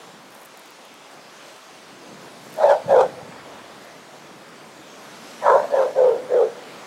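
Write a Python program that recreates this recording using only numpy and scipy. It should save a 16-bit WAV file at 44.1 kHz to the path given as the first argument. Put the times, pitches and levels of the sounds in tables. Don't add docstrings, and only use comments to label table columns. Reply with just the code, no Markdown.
import sys
import numpy as np
from scipy import signal
from scipy.fft import rfft, irfft, next_fast_len
from scipy.io import wavfile
from scipy.ndimage import uniform_filter1d, minimum_filter1d, map_coordinates

SR = 44100
rng = np.random.default_rng(int(sys.argv[2]) if len(sys.argv) > 2 else 0)


def master(y):
    cut = np.clip(np.atleast_2d(y).T, -1, 1)
    pcm = np.round(cut * 32767)
    wavfile.write(sys.argv[1], SR, pcm.astype(np.int16))


N = 302526


def dog(low_edge_hz=376):
    # (start [s], rise [s], hold [s], fall [s], level [dB], pitch [Hz], pitch sag [Hz],
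    # time from start to lowest pitch [s], throat noise against the tone [dB], jaw ring [Hz],
    # jaw [dB], mouth [dB], rasp [dB]); the last three are added to the level
    barks = [ (2.561, .12, .038, 0.088, -14, 625, 49.83, 0.15, -2, 823, -7.5, -25.5, -32),
             (2.871, 0.062, .088, 0.061, -12, 544.9, 50, .135, -2, 788, -8, -23, -32),
             (5.412, 0.086, 0.046, .126, -14.5, 614.7, 85.1, .13, 0, 910, -3.5, -17, -34),
             (5.692, 0.082, 0.032, 0.14, -15.5, 565, 54.9, .16, -2, 860, -12.5, -23.5, -34.5),
             (5.943, .054, 0.077, 0.15, -13.5, 520, 55, .185, -3.5, 832, -17.5, -28.5, -41),
             (6.281, 0.077, 0.062, 0.094, -14.5, 497, 48.5, .17, -3.5, 738, -17.5, -27.5, -37.5), ]
    out = np.zeros(N + SR)
    for start, *shape in barks:
        sound = bark(start, *shape)
        out[int(start * SR):][:len(sound)] += sound
    return cut(out[:N], low_edge_hz, "high", order=14)


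def bark(start, attack, hold, release, level_db, pitch_hz, sag_hz, lowest_at,
         hoarse_db, jaw_hz, jaw_db, mouth_db, rasp_db):
    # (widest at [s], opening [s], shutting [s], mouth ring [Hz], boost [dB])
    gapes = [ (2.622, .04, 0.023, 1370, 8.5), (2.718, 0.025, 0.29, 1466, 10), (3.003, 0.041, 0.11, 1120, 5),
             (5.488, 0.032, .2, 1226, 11.5), (5.819, .028, 0.076, 1190, 5.5), (6.05, .05, .2, 1090, 2.5),
             (6.415, 0.045, .12, 1180, 4), ]
    # (time [s], level change [dB])
    catches = [(2.594, 4.5), (2.646, 7), (2.671, -3.5), (2.71, 4.5), (3.023, -7), (5.555, 5), (5.65, 11),
               (5.743, 6), (5.758, -6.5)]
    mouth_shut_hz, jaw_lift_hz = 1898, 25
    t = np.arange(int((attack + hold + 1.3 * release) * SR)) / SR
    now = start + t
    rising = np.maximum(1 - t / attack, 0)
    held_s = np.clip(t - attack, 0, hold)
    letting_go = np.maximum(t - attack - hold, 0) / release
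    effort_db = -25 * (rising ** 2.2 + letting_go ** 1.35)
    folds_hz = pitch_hz - sag_hz * swell(t, lowest_at, rise=0.05, fall=0.0492)
    noise_db = hoarse_db - 30 * (held_s - hold / 2) + 5 * letting_go
    dip_hz = np.max([(mouth_shut_hz - hz) * swell(now, s, opening, shutting)
                     for s, opening, shutting, hz, _ in gapes], axis=0)
    lifted_jaw_hz = jaw_hz + jaw_lift_hz * dip_hz / dip_hz.max()
    bright_db = sum(db * bell(now, s, width=0.021) for s, *_, db in gapes)
    catch_db = sum(db * bell(now, s, width=0.0078) for s, db in catches)
    low, jaw, upper, rasp = voice(t, folds_hz, lifted_jaw_hz, mouth_shut_hz - dip_hz, noise_db)
    sound = (low * amp(effort_db + catch_db)
             + jaw * amp(jaw_db + effort_db + 0.44 * bright_db)
             + upper * amp(mouth_db + 0.79 * effort_db + bright_db)
             + rasp * amp(rasp_db + 0.65 * effort_db + 0.68 * bright_db))
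    return amp(level_db) * sound * signal.windows.tukey(len(t), 0.06)


def voice(t, pitch_hz, jaw_hz, mouth_hz, hoarse_db, jitter=0.0304, shimmer_db=2, flutter_db=2.5):
    # (frequency [Hz], width [Hz], level [dB])
    muzzle_rings = [(2400, 170, -7), (3430, 560, -5), (4050, 280, -11), (5830, 670, -14)]
    # (frequency [Hz], relative level [dB])
    hiss_tone = [(1000, -43), (1900, -10), (2800, -9), (4500, -2), (7500, -5), (11000, -16.5), (13000, -19),
                 (16000, -36)]
    phase = 2 * np.pi * np.cumsum(pitch_hz * (1 + jitter * wobble(90.03, t))) / SR
    buzz = 0.4 * sum(np.cos(k * phase) / k for k in range(2, 5))
    flutter = amp(flutter_db * wobble(130, t))

    def puffs():
        return flutter * (buzz + (1 + 0.51 * np.cos(phase)) * rng.standard_normal(len(t)))

    tone = unit(np.sin(phase) * amp(shimmer_db * wobble(138, t)))
    throat = even(resonate(puffs(), 1.031 * pitch_hz, width_hz=434, order=5), span=0.025)
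    jaw = even(resonate(puffs(), jaw_hz, width_hz=373, order=4), span=0.024)
    mouth = even(resonate(puffs(), mouth_hz, width_hz=200, order=2), span=0.012)
    body = even(resonate(puffs(), 2.3 * pitch_hz, width_hz=1050, order=3), span=0.18)
    muzzle = 0
    for hz, width_hz, db in muzzle_rings:
        ring = resonate(puffs(), hz * (1 + 0.064 * wobble(25.6, t)), width_hz, order=2)
        muzzle += amp(db) * unit(ring)
    rasp = muzzle + amp(-6) * unit(colour(puffs(), hiss_tone))
    low = even(tone + amp(hoarse_db) * throat, span=0.017)
    upper = cut(mouth + amp(-1) * body, 2240, "low", order=6)
    return low, jaw, upper, rasp


def bank(x, near_db=-20, near_fade_s=0.39, far_db=-27, far_fade_s=1.6, delay_s=0.197):
    t = np.arange(SR) / SR
    near = rng.standard_normal(SR) * amp(-60 * t / near_fade_s) * (t > 0.012)
    lingering = 0.59 * amp(-60 * t / far_fade_s) * (t > delay_s)
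    far = rng.standard_normal(SR) * (bell(t, delay_s, width=0.018) + lingering)
    tail = amp(near_db) * near / np.linalg.norm(near) + amp(far_db) * far / np.linalg.norm(far)
    return cut(signal.fftconvolve(x, tail)[:N], 2000, "low", order=1)


def shore(calm_wash_db=-50, calm_foam_db=-58):
    # (time [s], wind [dB], surf [dB])
    weather = [(0, -51.5, -46.5), (.4, -55.5, -48.5), (1.6, -55.5, -48), (2.35, -45.5, -45),
               (3.4, -50, -42.5), (3.85, -52.5, -45), (4.6, -50.5, -46.5), (5.3, -47, -46), (6.1, -45, -42),
               (6.86, -49, -43.5)]
    # (crest [s], rise [s], fall [s], wash [dB], foam [dB])
    wavelets = [(.02, .2, 0.13, -77, -56), (1.55, 0.15, 0.67, -53, -58.5), (2.6, 0.5, 1, -53.5, -54.5),
                (5.45, 0.41, 1, -49.5, -51), (6.8, 0.24, .4, -48.5, -65)]
    # (frequency [Hz], relative level [dB])
    wind_tone = [(20, -46), (45, -32), (70, -16.5), (100, -14.5), (140, 0.5), (230, 3.5), (340, -0.5),
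                 (600, -4), (1500, -57)]
    surf_tone = [(50, -75), (150, -25), (330, -4.5), (550, -2.5), (1000, -4.5), (1500, -8), (2300, -14.5),
                 (5000, -40)]
    wash_tone = [(60, -73), (700, 1), (1600, -1.5), (2300, -1), (3400, -1.5), (5000, -7), (8000, -12.5),
                 (14000, -26)]
    foam_tone = [(100, -70), (2500, -9.5), (4500, 1.5), (6300, 1), (8500, -5.5), (11500, -8), (13500, -20),
                 (16000, -20)]
    t = np.arange(N) / SR
    wind_db, surf_db = curves(weather, t)
    wash_power, foam_power = amp(calm_wash_db) ** 2, amp(calm_foam_db) ** 2
    for crest, rise, fall, wash_db, foam_db in wavelets:
        run_up = swell(t, crest, rise, fall)
        wash_power += (amp(wash_db) * run_up) ** 2
        foam_power += (amp(foam_db) * run_up) ** 2
    lapping = wobble(4.2, t)
    wind = amp(wind_db + 0.57 * wobble(17, t)) * rush(wind_tone, patchy_db=1.9)
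    surf = amp(surf_db + 0.4 * lapping) * rush(surf_tone, patchy_db=1.35)
    wash = np.sqrt(wash_power) * rush(wash_tone, patchy_db=1.26)
    foam = np.sqrt(foam_power) * rush(foam_tone, patchy_db=2.9)
    return wind + surf + amp(0.3 * lapping) * (wash + foam)


def gust(peak_s=2.9, level_db=-43):
    # (frequency [Hz], relative level [dB])
    rumble_tone = [(20, -40), (55, -28), (85, -6.5), (140, -2.5), (200, -6.5), (300, -1), (700, -46),
                   (3000, -120)]
    t = np.arange(N) / SR
    strength = swell(t, peak_s, rise=0.051, fall=0.45) * amp(level_db + 1.4 * wobble(23.7, t))
    return strength * unit(colour(rng.standard_normal(N), rumble_tone))


def bumps(rise_s=0.0062):
    # (start [s], level [dB], pitch [Hz])
    thuds = [(2.857, -28, 145), (2.886, -31.5, 218), (2.912, -31, 184), (3.058, -34, 170),
             (3.223, -36, 140), (3.289, -33.5, 172)]
    out = np.zeros(N)
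    age = np.arange(SR // 10) / SR
    push = (age / rise_s * np.exp(1 - age / rise_s)) ** 2
    for s, db, hz in thuds:
        out[int(s * SR):][:len(age)] += amp(db) * push * np.sin(2 * np.pi * (hz * age + rng.random()))
    return cut(out, 91, "high", order=3)


def splashes():
    # (time [s], level [dB], width in time [s])
    bursts = [(1.13, -49, 0.021), (1.47, -47.5, 0.033), (1.564, -41, 0.0019), (2.252, -47.5, 0.026),
              (2.387, -60, 0.014), (3.842, -49, 0.022)]
    # (frequency [Hz], relative level [dB])
    droplet_tone = [(50, -50), (200, -14), (600, 12.5), (1500, -9.5), (4500, -5), (8000, -11.5),
                    (16000, -23)]
    t = np.arange(N) / SR
    strength = sum(amp(db) * bell(t, s, width) for s, db, width in bursts)
    droplets = rng.standard_normal(N) * amp(2 * wobble(900, t))
    return strength * unit(colour(droplets, droplet_tone))


def grit(tick_fade_s=0.0089, trim_db=-3, grains_per_s=800):
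    # (time [s], peak before trim_db is added [dB])
    ticks = [(0.3232, -38), (0.432, -36), (0.4499, -28), (0.4577, -29), (0.5741, -31), (0.595, -34),
             (0.6594, -40), (0.706, -34.5), (0.852, -38), (0.941, -34.5), (2.54, -29), (2.5606, -33)]
    # (peak time [s], rise [s], fall [s], level [dB])
    scuffs = [(.41, 0.086, .04, -54.5), (.66, 0.049, 0.095, -64), (2.58, 0.14, 0.088, -58.5)]
    # (frequency [Hz], relative level [dB])
    grit_tone = [(3000, -32), (7000, -5), (10000, -1), (14500, -4), (16000, -10)]
    t = np.arange(N) / SR
    scuffing = sum(amp(db) * swell(t, s, rise, fall) for s, rise, fall, db in scuffs)
    grains = rng.standard_normal(N) * (rng.random(N) < grains_per_s / SR)
    out = scuffing * unit(colour(grains * amp(3.5 * wobble(120, t)), grit_tone))
    age = t[:SR // 20]
    for s, db in ticks:
        tick = colour(rng.standard_normal(len(age)) * amp(-60 * age / tick_fade_s), grit_tone)
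        out[int(s * SR):][:len(age)] += amp(db + trim_db) * tick / np.abs(tick).max()
    return out


def rush(tone, patchy_db):
    spectrum = signal.stft(rng.standard_normal(N), nperseg=512)[2]
    patches = uniform_filter1d(rng.standard_normal(spectrum.shape), size=7, axis=0)
    patches = uniform_filter1d(patches, size=16, axis=1)
    noise = signal.istft(spectrum * amp(patchy_db * unit(patches)), nperseg=512)[1][:N]
    return unit(colour(noise, tone))


def resonate(x, centre_hz, width_hz, order):
    turn = np.exp(2j * np.pi * np.cumsum(centre_hz) / SR)
    pole = np.exp(-np.pi * width_hz / SR)
    shifted = x / turn
    for _ in range(order):
        shifted = signal.lfilter([1 - pole], [1, -pole], shifted)
    return (shifted * turn).real


def colour(x, tone):
    size = next_fast_len(len(x) + 8192)
    hz, db = np.transpose(tone)
    gain = amp(np.interp(np.log(np.fft.rfftfreq(size, 1 / SR) + 1), np.log(hz), db))
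    return irfft(rfft(x, size) * gain, size)[:len(x)]


def cut(x, hz, keep, order):
    return signal.sosfilt(signal.butter(order, hz, keep, fs=SR, output="sos"), x)


def swell(t, peak_s, rise, fall):
    return np.exp(-0.5 * (np.minimum(t - peak_s, 0) / rise) ** 2 - np.maximum(t - peak_s, 0) / fall)


def bell(t, peak_s, width):
    return np.exp(-0.5 * ((t - peak_s) / width) ** 2)


def wobble(rate, t):
    position = (t - t[0]) * rate
    return map_coordinates(rng.standard_normal(int(position[-1]) + 4), [position + 1])


def curves(rows, t):
    times, *columns = np.transpose(rows)
    return [np.interp(t, times, column) for column in columns]


def amp(db):
    return 10 ** (np.asarray(db) / 20)


def unit(x):
    return x / np.sqrt(np.mean(x ** 2) + 1e-20)


def even(x, span):
    return x / np.sqrt(np.abs(uniform_filter1d(x ** 2, max(2, int(span * SR)))) + 1e-12)


def scene():
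    barks = dog()
    return (barks + bank(barks) + shore() + gust() + bumps() + splashes() + grit())[None]


def record(dry, ceiling=0.68, top_hz=15850):
    needed = 1 / np.maximum(np.abs(dry) / ceiling, 1)
    gain = uniform_filter1d(minimum_filter1d(needed, size=500), size=400)
    size = next_fast_len(N + 8192)
    below_top = np.fft.rfftfreq(size, 1 / SR) < top_hz
    return irfft(rfft(dry * gain, size) * below_top, size)[:, :N]


dry = scene()
out = record(dry)
master(out)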